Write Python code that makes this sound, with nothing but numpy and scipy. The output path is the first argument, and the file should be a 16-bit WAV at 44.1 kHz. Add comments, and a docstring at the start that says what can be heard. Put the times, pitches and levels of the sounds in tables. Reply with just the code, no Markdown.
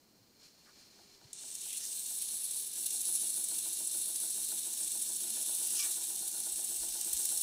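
"""On a workshop bench a hub motor turns, its speed rising in steps, and emery cloth is pressed on its metal shell.
Grit hiss is random excitation filtered by shell resonances and modulated by the same rough spots every turn.
The unbalanced rotor is a periodic impulse source: it knocks once a turn and rumbles in the modes of its mount.
Magnet hum, bearing whirr, grain snaps, a brief stick-slip squeal and soft bench bumps join in, over room hush."""
import sys
import numpy as np
from scipy import signal
from scipy.fft import rfft, irfft
from scipy.io import wavfile
from scipy.ndimage import uniform_filter1d

SR = 44100
rng = np.random.default_rng(int(sys.argv[2]) if len(sys.argv) > 2 else 0)


def log_audio(samples):
    """Write samples as a 16-bit WAV file to the path given in sys.argv[1]."""
    # one column per channel
    frames = np.atleast_2d(samples).T
    # limit to full scale, then quantise
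    limited = np.clip(frames, -1, 1)
    pcm = np.round(limited * 32767).astype(np.int16)
    wavfile.write(sys.argv[1], SR, pcm)


N = 327222
T = np.arange(N) / SR   # s


def amp(db):
    """Level law: decibels to amplitude ratio."""
    return 10 ** (np.asarray(db) / 20)


def rms_one(x):
    """Normalisation to unit effective value."""
    return x / np.sqrt(np.mean(x ** 2) + 1e-20)


def in_time(rows):
    """Linear interpolation of a table's columns in time."""
    s, *columns = np.transpose(rows)
    return [np.interp(T, s, c) for c in columns]


def bump(s, length):
    """Gaussian envelope, length being its standard deviation."""
    return np.exp(-.5 * ((T - s) / length) ** 2)


def drift(rate):
    """Low-pass random process: noise through a double pole at rate Hz, spread 1."""
    r = np.exp(-2 * np.pi * rate / SR)
    wander = signal.lfilter([1], [1, -2 * r, r * r], rng.standard_normal(N + SR))
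    return rms_one(wander[SR:])   # the first second settles the filter


def band_pass(x, order, edges):
    """Butterworth band limitation between two edges in Hz."""
    return signal.sosfilt(signal.butter(order, edges, "band", fs=SR, output="sos"), x)


def colour(x, spectrum, peaks=(), ripple_db=0):
    """Minimum-phase filtering: a spectrum, its resonant rises and a fine ripple of many small modes."""
    hz = np.maximum(np.arange(4097) * SR / 8192, 1)
    spectrum_hz, spectrum_db = np.transpose(spectrum)
    db = np.interp(np.log(hz), np.log(spectrum_hz), spectrum_db)
    for centre, width, rise in peaks:
        db = db + rise / (1 + (2 * (hz - centre) / width) ** 2)
    ripple = rms_one(uniform_filter1d(rng.standard_normal(4097), size=5))
    db = db + ripple_db * np.sqrt(4000 / (hz + 1000)) * ripple
    cepstrum = irfft(db * np.log(10) / 20)
    cepstrum[1:4096] *= 2   # folding the cepstrum gives minimum phase
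    cepstrum[4097:] = 0
    response = irfft(np.exp(rfft(cepstrum)))
    return rms_one(signal.oaconvolve(x, response)[..., :N])


def modes(x, table, vary_db=0):
    """Modal superposition: parallel resonances of alternating sign, each driven with a slowly varying strength."""
    out = 0
    for k, (hz, width, db) in enumerate(table):
        r = np.exp(-np.pi * width / SR)
        push = x * amp(vary_db * drift(3.)) if vary_db else x
        poles = [1, -2 * r * np.cos(2 * np.pi * hz / SR), r * r]
        ring = signal.lfilter([1 - r, 0, r - 1], poles, push + 1e-18)
        out = out + (-1) ** k * amp(db) * ring
    return out


def around(place, count):
    """Surface roughness fixed to the rotor: a random profile met again on every turn."""
    return np.interp(place, np.arange(count) / count, rng.standard_normal(count), period=1)


# speed steps: start t/s, lag/s, rotation rate f/(turns per s); the first row is the initial state
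SPEED_STEPS = [(0, 1, 4.467), (.62, .17, 4.467), (2.75, .0855, 6.976), (5.25, .05, 8.206)]


def by_step(table):
    """First-order lag: each row of a table is approached exponentially from its speed step on."""
    out = np.array(table[0], float)[:, None] + 0 * T
    for (s, lag, _), old, new in zip(SPEED_STEPS[1:], table, table[1:]):
        approach = 1 - np.exp(-np.maximum(T - s, 0) / lag)
        out = out + np.subtract(new, old)[:, None] * approach
    return out


# spectrum of the room's hush: f/Hz, relative spectral level/dB
ROOM_SPECTRUM = [(13, -45), (22, -22.5), (139, -13), (210, -8), (241, -8.5), (900, -21.5), (3560, -33),
                 (4310, -25), (11300, -32.5), (15700, -25)]
ROOM_DB = -67.5   # dB, rms


def room_hush():
    """Stationary background noise of prescribed spectral density."""
    return amp(ROOM_DB) * colour(rng.standard_normal(N), ROOM_SPECTRUM)


# soft bumps of the bench: t/s, peak level/dB, f/Hz, length/s (two standard deviations)
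BENCH_BUMPS = [(.22, -66, 116, 0.015), (1.255, -55, 115, 0.012), (4.424, -67, 40.6, 0.036),
               (6.541, -63, 45.8, 0.029), (6.704, -69, 45, 0.051), (6.816, -58, 44.8, 0.039),
               (6.915, -63, 40, 0.064), (7.151, -54, 53.6, 0.022), (6.848, -66, 69, 0.018),
               (7.102, -68, 78, .02), (7.387, -71, 46, 0.045)]


def bench_bumps():
    """Low-frequency tone bursts under Gaussian envelopes."""
    out = np.zeros(N)
    for s, db, hz, length in BENCH_BUMPS:
        out += amp(db) * np.exp(-2 * ((T - s) / length) ** 2) * np.cos(2 * np.pi * hz * (T - s))
    return out


# cloth rustling: t/s, length/s, level/dB
CLOTH_RUSTLES = [(0.687, 0.018, -65), (5.852, 0.05, -62)]


def cloth_rustle():
    """Friction noise of moving cloth: puffs of mid-band noise."""
    rustle = rms_one(band_pass(rng.standard_normal(N), 2, [1000, 1900]))
    return rustle * sum(amp(db) * bump(s, length) for s, length, db in CLOTH_RUSTLES)


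# whirr spectrum: f/Hz, relative spectral level/dB
WHIRR_SPECTRUM = [(880, -20), (1500, -18), (3780, -12), (4010, -11.5), (4290, -5), (5600, -11),
                  (6230, -10.5), (9060, -17.5), (13300, -25.5), (15700, -53)]
# resonances of the free shell in the whirr: f/Hz, width/Hz, rise level/dB
WHIRR_RESONANCES = [(2370, 140, 6), (4200, 220, 6), (5530, 210, 6), (6940, 120, 8), (8510, 280, 4),
                    (10200, 300, 3), (12250, 300, 8)]
# cloth brushing the shell lightly: t/s, length/s, level/dB
LIGHT_BRUSHES = [(0.445, .035, -59.5), (0.678, 0.021, -67), (0.81, 0.033, -62.5)]
WHIRR_LOW_DB, WHIRR_DB = -71.5, -62   # dB, before the rise and once the drive pulls
WHIRR_S, WHIRR_RISE_S = 0.29, 0.27   # s, start and time constant of the rise


def bearing_whirr():
    """Resonant filtering of noise: fine hiss rings in the free shell; brushes add by power."""
    rise = 1 - np.exp(-np.maximum(T - WHIRR_S, 0) / WHIRR_RISE_S)
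    steady = amp(WHIRR_LOW_DB + (WHIRR_DB - WHIRR_LOW_DB) * rise)
    brush_power = sum((amp(db) * bump(s, length)) ** 2 for s, length, db in LIGHT_BRUSHES)
    level = np.sqrt(steady ** 2 + brush_power)
    hiss = colour(rng.standard_normal(N), WHIRR_SPECTRUM, WHIRR_RESONANCES, ripple_db=2.0)
    return level * amp(0.93 * drift(33.0)) * hiss


# jolts after each turn's main knock: place/turns, level into mount/dB, level into frame/dB,
# relative to the knock, before the step's bounce strength and a random scatter
ROTOR_BOUNCES = [(0.051, -53, -9), (0.124, -8, -4.5), (.25, -3, -4.5), (0.369, -1, -7), (.47, 4, -8),
                 (0.799, 3, -10), (0.899, -67, -7.5)]
MAGNETS, MAGNET_DB = 46, -55   # passing magnets per turn; tug on the mount in dB relative to the knock


def rotor_jolts(turns, bounce_db):
    """Periodic impulse excitation: one knock a turn, its bounces and rolling noise, into mount and frame."""
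    jolts = amp([[-42], [-46]]) * rng.standard_normal((2, N))   # rolling noise between the jolts
    knock = np.flatnonzero(np.diff(np.floor(turns)))
    jolts[:, knock] += amp(1.5 * rng.standard_normal(len(knock)))
    jolts[0] += amp(MAGNET_DB) * np.sin(2 * np.pi * MAGNETS * turns)
    for at, *db in ROTOR_BOUNCES:
        hit = np.flatnonzero(np.diff(np.floor(turns - at)))
        scatter_db = 1.2 * rng.standard_normal(len(hit))
        strength_db = [[.5], [1]] * bounce_db[hit]   # the mount feels half of the change in dB
        jolts[:, hit] += amp(np.reshape(db, (2, 1)) + strength_db + scatter_db)
    return jolts


# modes of the mount: f/Hz, width/Hz, level/dB
MOUNT_MODES = [(175.7, 8.3, -4.5), (209, 16.5, -2), (225, 11, 3), (259.5, 8.8, -5.5), (322.3, 15.7, 0.5),
               (344.8, 12.3, 1.5), (367, 8.7, -0.5), (408.4, 13.3, -2)]
# modes of the frame: f/Hz, width/Hz, level/dB
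FRAME_MODES = [(495, 67, -7.5), (625.4, 18.2, -1.5), (682, 16, -1), (714, 10.4, -3), (742.6, 20.3, -6.5),
               (801, 11, -0.5), (852, 14, 0), (951, 33, -4), (1440, 58, -6.5), (1756, 60, -11.5)]
# magnet pull on the stator teeth: cycles per turn, level/dB
POLE_PULL = [(30, -3), (60, -9), (90, 0), (120, -13)]
# the mount rings freely while the heavy side lifts and is damped while it presses down: place/turns, level/dB
HEAVY_SIDE_LIFT = [(0, 0), (.3, 1), (.45, -1), (.55, -14), (.72, -14), (.8, 0), (1, 0)]
# motor in each speed step: rumble level/dB, knock level/dB, hum level/dB, bounce strength/dB, low mount modes/dB
MOTOR_DRIVE = [(-86, -88, -90, -10, -6), (-71.5, -72.5, -73, -14, -12.5), (-66.5, -68.5, -79.5, -3.5, -3.5),
               (-67, -65.5, -72, -1.5, -3.5)]
SURGE_DB = 0.34   # extra rumble in dB per turn/s2 of acceleration


def motor(turns, speed):
    """Forced vibration: jolts shake mount and frame, and the magnets' pull hums where it meets a resonance."""
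    rumble_db, knock_db, hum_db, bounce_db, low_db = by_step(MOTOR_DRIVE)
    acceleration = uniform_filter1d(np.gradient(speed) * SR, size=6000)
    rumble_db = rumble_db + SURGE_DB * acceleration
    to_mount, to_frame = rotor_jolts(turns, bounce_db)

    lift_db = np.interp(turns % 1, *np.transpose(HEAVY_SIDE_LIFT))
    rumble = amp(low_db + .4 * lift_db) * modes(to_mount, MOUNT_MODES[:4])   # the low modes are damped less
    rumble = rumble + amp(lift_db) * modes(to_mount, MOUNT_MODES[4:])
    knocks = modes(to_frame, FRAME_MODES, vary_db=2.2)

    pull = 0
    for cycles, db in POLE_PULL:
        pull = pull + amp(db + 2 * drift(6.6)) * np.sin(2 * np.pi * cycles * turns)
    body = MOUNT_MODES + FRAME_MODES
    hum = modes(modes(pull, body), body)   # passed twice for sharper resonance
    return amp(rumble_db) * rms_one(rumble) + amp(knock_db) * rms_one(knocks) + amp(hum_db) * rms_one(hum)


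SQUEAL_HZ, SQUEAL_DB, HALF_DB = 2325, -51.5, -12   # mean pitch; mean level; half-rate tones relative to the pitch
SQUEAL_S = 5.797   # s, full level reached
SQUEAL_RISE_S, SQUEAL_HOLD_S, SQUEAL_FALL_S = .008, .055, .014   # rise before it, hold, decay constant


def squeal():
    """Stick-slip oscillation at a wavering rate, every other slip a little stronger: catches, stutters, lets go."""
    since = T - SQUEAL_S
    rise = np.clip(1 + since / SQUEAL_RISE_S, 0, 1)
    fall = np.exp(-np.maximum(since - SQUEAL_HOLD_S, 0) / SQUEAL_FALL_S)
    phase = 2 * np.pi * np.cumsum(SQUEAL_HZ * (1 + .013 * drift(100.))) / SR
    tones = np.sin(phase) + amp(HALF_DB) * (np.sin(phase / 2) + np.sin(3 * phase / 2))
    return rise * fall * amp(SQUEAL_DB + 2.5 * drift(40.)) * rms_one(tones)


# single grains tearing loose: t/s, level/dB of the burst's start before the band-pass
GRAIN_SNAPS = [(1.3307, -26), (1.4105, -32), (1.5527, -24), (1.634, -31), (1.687, -25), (1.73, -22),
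               (1.853, -21), (1.871, -29), (1.994, -27), (2.219, -30), (2.4435, -24), (4.16, -22),
               (5.3446, -25), (5.8037, -17), (5.8085, -18), (5.827, -26), (5.8504, -28), (7.013, -22),
               (7.1317, -24), (7.1754, -22), (7.2543, -20), (7.375, -18)]


def grain_snaps():
    """Impulsive release: each snap is a bright noise burst of 1 ms decay constant."""
    clicks = np.zeros(N)
    for s, db in GRAIN_SNAPS:
        clicks[round(s * SR)] = amp(db)
    decay = signal.lfilter([1], [1, -np.exp(-1 / (.001 * SR))], clicks + 1e-18)
    return band_pass(rng.standard_normal(N) * decay, 3, [6000, 11000])


# cloth sliding on the shell, adding a coarser rasp: t/s, length/s, level/dB, centre f/Hz
CLOTH_SLIDES = [(1.732, 0.072, -53, 3100), (1.826, .03, -64, 2020), (1.86, 0.071, -47, 6100),
                (2.23, 0.015, -59, 3000), (5.513, 0.33, -56.5, 3600), (5.69, .06, -47, 5770),
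                (5.81, 0.031, -40, 5840), (5.816, 0.034, -48, 3100), (5.84, 0.042, -60, 2000),
                (6.953, .12, -51.5, 5500)]
SLIDE_OCTAVES = 0.26   # half-width of the rasp's band


def slide_rasp(texture_db):
    """Sliding friction: noise modulated by the surface texture, heard in a narrow band."""
    rasp = rng.standard_normal(N) * amp(2.0 * drift(42.0) + texture_db)
    out = 0
    for s, length, db, hz in CLOTH_SLIDES:
        edges = hz * 2 ** (SLIDE_OCTAVES * np.array([-1, 1]))
        out = out + amp(db) * bump(s, length) * rms_one(band_pass(rasp, 2, edges))
    return out


# spectrum of the grit hiss: f/Hz, relative spectral level/dB
HISS_SPECTRUM = [(710, -11.5), (1200, -32), (1430, -36.5), (2080, -27.5), (2750, -26.5), (3230, -24),
                 (3670, -15.5), (4860, -15.5), (6290, -6), (6930, -4.5), (8230, -4), (10100, 2.5),
                 (12000, -8), (13100, -8.5), (15700, -10.5)]
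# shell resonances standing out of or dipping into the hiss: f/Hz, width/Hz, rise level/dB
SHELL_RESONANCES = [(2060, 88, -11), (2785, 170, 7), (3072, 22, 7.5), (3120, 120, 4), (3670, 420, 5.5),
                    (3735, 50, -5.5), (4370, 110, 2), (4232, 41, 8.5), (5470, 110, 4), (5470, 83, 2),
                    (6750, 82, -9), (7970, 86, 7), (8430, 450, 5.5), (11020, 330, -4), (12700, 360, 4.5),
                    (14150, 400, -2)]


def grit_hiss():
    """Shot noise in a resonator: dense scratches and smooth noise filtered by the shell."""
    grain_db = 1.8 * np.minimum(rng.exponential(1, N), 5)
    grains = (rng.random(N) < 2500 / SR) * amp(grain_db) * rng.choice([-1, 1], N)   # 2500 grains/s on average
    scratches = 0.48 * rng.standard_normal(N) + 0.35 * rms_one(grains)
    return colour(scratches, HISS_SPECTRUM, SHELL_RESONANCES, ripple_db=2.5)


# rough and worn spots around the shell: place/turns, width/turns, level in bright zones/dB, level in dull zones/dB,
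# both before scaling by the hand
SHELL_SPOTS = [(.15, 0.085, 2, 1.4), (.55, 0.013, -5.5, -1), (0.637, 0.026, 6.5, 4),
               (.87, 0.095, -2.5, 0.2), (.92, .015, 5.5, 3), (.04, 0.038, 0, 0.4)]
# hand on the cloth: t/s, hiss level near 8 kHz/dB, band near 10 kHz relative to it/dB, factor on the spots' depth;
# each zone takes its own share of the two levels
HAND_PRESSURE = [(1.34, -49, -7, 1.9), (1.5, -44, -10, 0.48), (1.75, -43, 0.5, 0.83),
                 (1.95, -41, -11, 0.57), (2.2, -41, 0.5, 0.6), (2.4, -43.5, 5.5, .8), (2.62, -41, 0.5, .8),
                 (2.7, -44, 0, 0.63), (2.8, -40.5, -1, 1.4), (3.15, -41, 5.5, .9), (3.6, -40, 0, 0.88),
                 (4.1, -41.5, 3.5, 0.72), (4.5, -40, -1.5, 0.63), (5.25, -40.5, 0.5, 0.75),
                 (5.8, -38.5, .5, .55), (6, -39.5, -4, 0.52), (6.4, -41, -0.5, 0.83), (6.85, -39.5, -4, .6),
                 (7.1, -38.5, -8.5, 1.35), (7.3, -37.5, -0.5, 0.99), (7.42, -37.5, -2, 0.72)]
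# zones of the hiss: low f/Hz, high f/Hz
HISS_ZONES = [(1200, 3200), (3200, 5000), (5000, 7500), (7500, 9300), (9300, 11500), (11500, 17000)]
# each zone: level at full pressure/dB, share of the hand's swing, share of the 10 kHz swing,
# level missing at first touch/dB
ZONE_RESPONSE = [(-59, 0.74, .0, 1.5), (-54, 0.82, 0.38, 0), (-46.5, 1.37, 0.23, -7),
                 (-42, 1.77, 0.088, -4.5), (-43.5, 1.35, 1.3, .1), (-45, 1.3, .2, 12)]
FULL_DB = -40.5   # hand level at full pressure
TOUCH_S, BED_IN_S = 1.33, 0.18   # s, first touch; time constant for the grit to bed in


def sanding(place):
    """Amplitude modulation by rotation: hiss shaped by shell spots, in zones that answer the hand differently."""
    hand_db, top_db, grip = in_time(HAND_PRESSURE)
    hiss = grit_hiss()
    texture_db, flutter_db = 0.83 * around(place, count=70), 0.66 * drift(28.0)
    fresh = np.exp(-np.maximum(T - TOUCH_S, 0) / BED_IN_S)
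    out = slide_rasp(texture_db)
    for k, ((low, high), response) in enumerate(zip(HISS_ZONES, ZONE_RESPONSE)):
        db, follows, top, missing_db = response
        spots_db = 0
        for at, width, bright_db, dull_db in SHELL_SPOTS:
            distance = (place - at + .5) % 1 - .5   # shortest way round, in turns
            depth_db = dull_db if low < 7000 else bright_db
            spots_db = spots_db + depth_db * np.exp(-.5 * (distance / width) ** 2)
        zone_drift_db = 0.74 * drift(24.8) + 0.63 * drift(4.1)
        gain = amp(grip * spots_db + texture_db + flutter_db + zone_drift_db)
        zone = band_pass(hiss, 3, [low, high])
        level_db = db + follows * (hand_db - FULL_DB) + top * top_db - missing_db * fresh
        out = out + (-1) ** k * amp(level_db) * rms_one(gain * zone)
    return out * np.clip((T - TOUCH_S) / 0.00084, 0, 1)


KNOCK_S = .989   # s, one knock; the rest follow from the speed
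CLOTH_LEAD_S, CLOTH_TURNS = .0065, .086   # s and turns by which the cloth meets the spots ahead of the knock


def scene():
    """Linear superposition of all sources close to one microphone, over the room's hush."""
    speed = by_step(SPEED_STEPS)[2]
    turns = np.cumsum(speed) / SR - KNOCK_S * speed[0]
    place = (np.interp(T + CLOTH_LEAD_S, T, turns) + CLOTH_TURNS) % 1
    background = room_hush() + bench_bumps() + cloth_rustle()
    machine = bearing_whirr() + motor(turns, speed)
    cloth = squeal() + grain_snaps() + sanding(place)
    return (background + machine + cloth)[None]


def record(dry):
    """Band limitation: a steep low-pass with 70 dB rejection from 15920 Hz up."""
    return signal.sosfilt(signal.cheby2(24, 70, 15920, fs=SR, output="sos"), dry)


dry = scene()
out = record(dry)
log_audio(out)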